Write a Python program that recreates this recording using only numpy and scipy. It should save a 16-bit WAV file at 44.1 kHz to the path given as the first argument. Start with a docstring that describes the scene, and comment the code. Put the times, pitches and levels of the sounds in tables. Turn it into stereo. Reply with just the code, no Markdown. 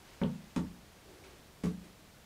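"""Low room rumble, hiss and the faint brush of a sleeve come first, in a small room.
Close to the stereo microphone, a little to the right, beanbag balls are set down three times
on a cloth-covered table. Each landing pushes the table top into a dull thud, over a low boom of
the room, while the filling crunches, clicks and settles. The sleeve brushes on between and after."""
import sys
import numpy as np
from scipy import signal
from scipy.fft import rfft, irfft, next_fast_len
from scipy.io import wavfile

SR = 44100
rng = np.random.default_rng(int(sys.argv[2]) if len(sys.argv) > 2 else 0)


def bounce(signal):
    """Save signal as a 16-bit WAV file at the path given by the first command-line argument."""
    frames = np.transpose(np.atleast_2d(signal))
    limited = np.clip(frames, -1, 1)
    pcm = np.round(limited * 32767).astype(np.int16)
    wavfile.write(sys.argv[1], SR, pcm)


N = 99225
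TIME = np.arange(N) / SR
PADDED = next_fast_len(N + SR)
FREQS = np.maximum(np.arange(PADDED // 2 + 1) * SR / PADDED, 1)


def from_db(db):
    """Decibels to gain."""
    return 10 ** (np.asarray(db) / 20)


def unit_rms(x):
    """Scale to unit rms."""
    return x / np.sqrt(np.mean(x ** 2) + 1e-20)


def at_hz(points, hz):
    """Read a table on a log-frequency axis."""
    point_hz, values = np.transpose(points)
    return np.interp(np.log(hz), np.log(point_hz), values)


def colour(x, spectrum):
    """Causal (minimum-phase) filter with the given spectrum."""
    cepstrum = irfft(np.log(from_db(at_hz(spectrum, FREQS))), PADDED)
    fold = 1 + np.sign(np.arange(PADDED // 2))
    response = np.exp(rfft(cepstrum[:PADDED // 2] * fold, PADDED))
    return irfft(rfft(x, PADDED) * response, PADDED)[..., :N]


def low_pass(x, hz):
    """Gentle treble cut."""
    return signal.sosfilt(signal.butter(2, hz, fs=SR, output="sos"), x + 1e-18)


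def fade(start, decay_s):
    """Exponential decay from a start time."""
    return (TIME >= start) * np.exp(-np.maximum(TIME - start, 0) / decay_s)


def wide_noise(width):
    """Stereo noise whose width depends on frequency."""
    mid, side = rng.standard_normal((2, N))
    return mid + colour(side, width) * np.array([[1], [-1]])


# The still room at the microphone. Each row: frequency in Hz, relative level in dB.
ROOM_TONE_SPECTRUM = [(15, -21), (25, -10.5), (59, -8), (160, -9.5), (281, -14), (313, -12.5), (340, -22),
                      (368, -16.5), (552, -16), (598, -16.5), (895, -20), (4620, -26.5), (15500, -35.5)]
# Stereo width of room tone and sleeve. Each row: frequency in Hz, side over mid in dB.
AMBIENT_WIDTH = [(60, -18), (200, -5.5), (500, 1), (1200, -3), (12000, -7.5)]


def room_tone(level_db=-56.5):
    """Steady rumble and hiss around the microphone, narrowest in the bass."""
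    return from_db(level_db) * unit_rms(colour(wide_noise(AMBIENT_WIDTH), ROOM_TONE_SPECTRUM))


# A sleeve by the table. Each row: peak time, rise and fall in seconds, rub and rustle levels in dB.
SLEEVE_BRUSHES = [(0.08, 0.099, 0.51, -63, -59), (1.10, 0.056, 0.141, -55, -67.5),
                  (1.243, 0.0074, 0.049, -62.5, -58.5), (1.33, .1, 0.1, -63.5, -67.5),
                  (1.845, 0.0099, 0.043, -59.5, -60.5)]
# The cloth's low rub and light rustle. Each row: frequency in Hz, relative level in dB.
RUB_SPECTRUM = [(40, -31), (120, -22), (250, -10), (375, 3), (470, -10), (560, -7), (900, -16.5),
                (2000, -38)]
RUSTLE_SPECTRUM = [(400, -5), (900, 3), (2300, 0.5), (4500, -4.5), (8000, -10), (15000, -26.5)]


def sleeve():
    """Brushing cloth swells and fades with the arm."""
    rub = unit_rms(colour(wide_noise(AMBIENT_WIDTH), RUB_SPECTRUM))
    rustle = unit_rms(colour(wide_noise(AMBIENT_WIDTH), RUSTLE_SPECTRUM))
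    out = np.zeros((2, N))
    for peak, rise_s, fall_s, rub_db, rustle_db in SLEEVE_BRUSHES:
        swell = np.exp(-np.maximum((peak - TIME) / rise_s, (TIME - peak) / fall_s))
        out += swell * (from_db(rub_db) * rub + from_db(rustle_db) * rustle)
    return out


def grains(spread_db, per_second=7000):
    """Dense random bean collisions of uneven size."""
    sizes = from_db(spread_db * np.minimum(rng.exponential(1, N), 4))
    signs = rng.choice([-1, 1], N)
    return sizes * signs * (rng.random(N) < per_second / SR)


# Balls landing near the microphone. Each row: start in seconds, push in dB, contact in seconds,
# settling in dB, crunch in dB, crunch decay in seconds, slap over crunch in dB, crunch cutoff in Hz.
BALL_LANDINGS = [(0.2160, -33.5, 0.0024, -38.5, -49, 0.031, -12, 2470),
                 (0.5639, -32.5, 0.003, -39.5, -43.5, 0.0194, 3.5, 9680),
                 (1.6383, -32.5, 0.002717, -43.5, -46.5, 0.035, -5, 14000)]
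# Beans settling and crunching, close up. Each row: frequency in Hz, relative level in dB.
SETTLE_SPECTRUM = [(35, 2.5), (75, -2.5), (120, 0.5), (190, -2.5), (330, -3), (450, -3.5), (700, -3.5),
                   (1000, -7.5), (1600, -15), (3000, -33.5), (9000, -48)]
CRUNCH_SPECTRUM = [(300, 6.5), (900, 7.5), (1600, 5.5), (3000, 2.5), (4500, 0), (8000, -4), (12000, -11),
                   (16000, -15.5)]


def filling(settle_rise_s=0.006, settle_decay_s=0.029, touch_rise_s=0.00077, slap_decay_s=0.0035):
    """The beans slap against the cover, crunch, and slump onto the table."""
    out = np.zeros(N)
    for start, _, _, settle_db, crunch_db, crunch_s, slap_db, cutoff_hz in BALL_LANDINGS:
        touch = start - 0.0027   # the cover touches just before the weight arrives
        slump = fade(touch, settle_decay_s) * (1 - fade(touch, settle_rise_s))
        settling = unit_rms(colour(grains(spread_db=2.5), SETTLE_SPECTRUM))
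        out += from_db(settle_db) * slump * settling
        slap = from_db(slap_db) * fade(touch, slap_decay_s)
        burst = (fade(touch, crunch_s) + slap) * (1 - fade(touch, touch_rise_s))
        crunch = unit_rms(low_pass(colour(grains(spread_db=4), CRUNCH_SPECTRUM), cutoff_hz))
        out += from_db(crunch_db) * burst * crunch
    return out


def push(start, contact_s):
    """Force of a soft contact: quick rise, slower release, unit area."""
    force = np.maximum(TIME - start, 0) * fade(start, contact_s / 2 / np.pi)
    return force / (force.sum() + 1e-20)


def ring(force, hz, t60):
    """One mode: a unit click rings as a dying cosine of height 1."""
    radius = np.exp(-np.log(1000) / (t60 * SR))
    pole_real = radius * np.cos(2 * np.pi * hz / SR)
    return signal.lfilter([1, -pole_real], [1, -2 * pole_real, radius ** 2], force + 1e-18)


# Resonances of the thud: the table top's ring and, lowest, a boom of the room. 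Each row: frequency
# in Hz, seconds to fall 60 dB, then gain in dB for a landing at the first, second and third spot.
THUD_RESONANCES = [(76.76, 0.42, -38, -16, -19), (102.02, 0.46, -31, -27, -30), (154.5, 0.46, -3, -20, -28),
                   (176.97, 0.353, -4, -6, -2.5), (203.4, 0.47, 6, 0.5, 2), (238.5, 0.44, -4.5, -15.5, -18),
                   (257.7, 0.12, -35, 5.5, -3), (298.6, 0.4, -28, -4, -5.5), (369, 0.18, -2, -8, -8),
                   (423, 0.36, -3.5, -12, -3.5), (503, 0.1, 3.5, -5.5, -22), (543, 0.23, -5, -24, -28),
                   (912, 0.046, 7.5, 8.5, -3.5), (1134, 0.123, 0.5, 2.5, 2.5)]


def landing_thuds():
    """Each landing rings the table top and a low room boom, according to the spot it meets."""
    out = np.zeros(N)
    for spot, (start, push_db, contact_s, *_) in enumerate(BALL_LANDINGS):
        force = from_db(push_db) * push(start, contact_s)
        for hz, t60, *spot_db in THUD_RESONANCES:
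            out += from_db(spot_db[spot]) * ring(force, hz, t60)
    return out


# Single clicks, close up. Each row: start in seconds, strength in dB, pitch in Hz, rise in seconds.
BEAN_CLICKS = [(0.2166, -40, 2279, 0.00055), (0.2357, -32, 3144, 0.00036), (0.5630, -40.5, 2780, 0.00033),
               (1.2380, -53.5, 2280, .0015)]


def bean_clicks():
    """Short rounded clicks of beans knocking together inside the cover."""
    out = np.zeros(N)
    for start, db, hz, rise_s in BEAN_CLICKS:
        age = TIME - start
        swell = np.e * age / rise_s * fade(start, rise_s)
        out += from_db(db) * swell * np.sin(2 * np.pi * hz * age)
    return low_pass(out, hz=5000)


# Near walls, heard from the microphone. Each row: delay in seconds, gain in dB.
WALL_ECHOES = [(0.0038, -5), (0.0108, 0.26), (0.016, -2.5), (0.0284, 1.5), (0.041, -13), (0.0512, -6),
               (0.0765, -10.5), (0.083, -9.5)]


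def wall_echoes(thuds):
    """The walls return a few dull early reflections of the thuds."""
    dull = low_pass(thuds, hz=945)
    return sum(from_db(db) * np.interp(TIME - delay, TIME, dull, left=0) for delay, db in WALL_ECHOES)


# The tail's width at the microphone. Each row: frequency in Hz, side over mid in dB.
TAIL_WIDTH = [(60, -17.5), (180, -24), (300, -6), (600, -6.5), (1200, -2), (12000, -5.5)]
# The small room's decay. Each row: frequency in Hz, seconds to fall 60 dB.
TAIL_T60 = [(60, 1), (170, 0.63), (420, 0.26), (1100, 0.263), (3000, 0.1591), (10000, .24)]
# How much of each thud carries into the tail. Each row: frequency in Hz, gain in dB.
THUD_INTO_TAIL = [(70, -21), (190, -16), (300, -8), (600, -3), (900, -6), (1500, -1)]


def room_tail(thuds, beans, beans_db=-3, onset_s=0.00463):
    """Thuds and beans spread into a diffuse tail that dies band by band, longest in the bass."""
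    noise_spectrum = rfft(wide_noise(TAIL_WIDTH), PADDED)
    edges_hz = np.geomspace(30, 18000, 13)
    tail = np.zeros((2, N))
    for low, high in zip(edges_hz, edges_hz[1:]):
        band = irfft(noise_spectrum * ((FREQS >= low) & (FREQS < high)), PADDED)[:, :N]
        t60 = at_hz(TAIL_T60, np.sqrt(low * high))
        tail += band * fade(0, t60 / np.log(1000))
    tail = unit_rms(tail * (1 - fade(0, onset_s))) / np.sqrt(N)   # unit energy
    source = colour(thuds, THUD_INTO_TAIL) + from_db(beans_db) * beans
    return signal.fftconvolve(source[None], tail, axes=1)[:, :N]


def scene(right_over_left_db=1.43):
    """The microphone faces the table, with the balls a little to its right and the room all around."""
    thuds = landing_thuds()
    beans = filling() + bean_clicks()
    pan = from_db([[-right_over_left_db / 2], [right_over_left_db / 2]])
    near = (thuds + wall_echoes(thuds) + beans) * pan
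    return near + room_tail(thuds, beans) + room_tone() + sleeve()


def record(dry, cutoff_hz=15600):
    """The top of the microphone's signal is cut steeply."""
    return signal.sosfilt(signal.ellip(12, .1, 80, cutoff_hz, fs=SR, output="sos"), dry)


dry = scene()
out = record(dry)
bounce(out)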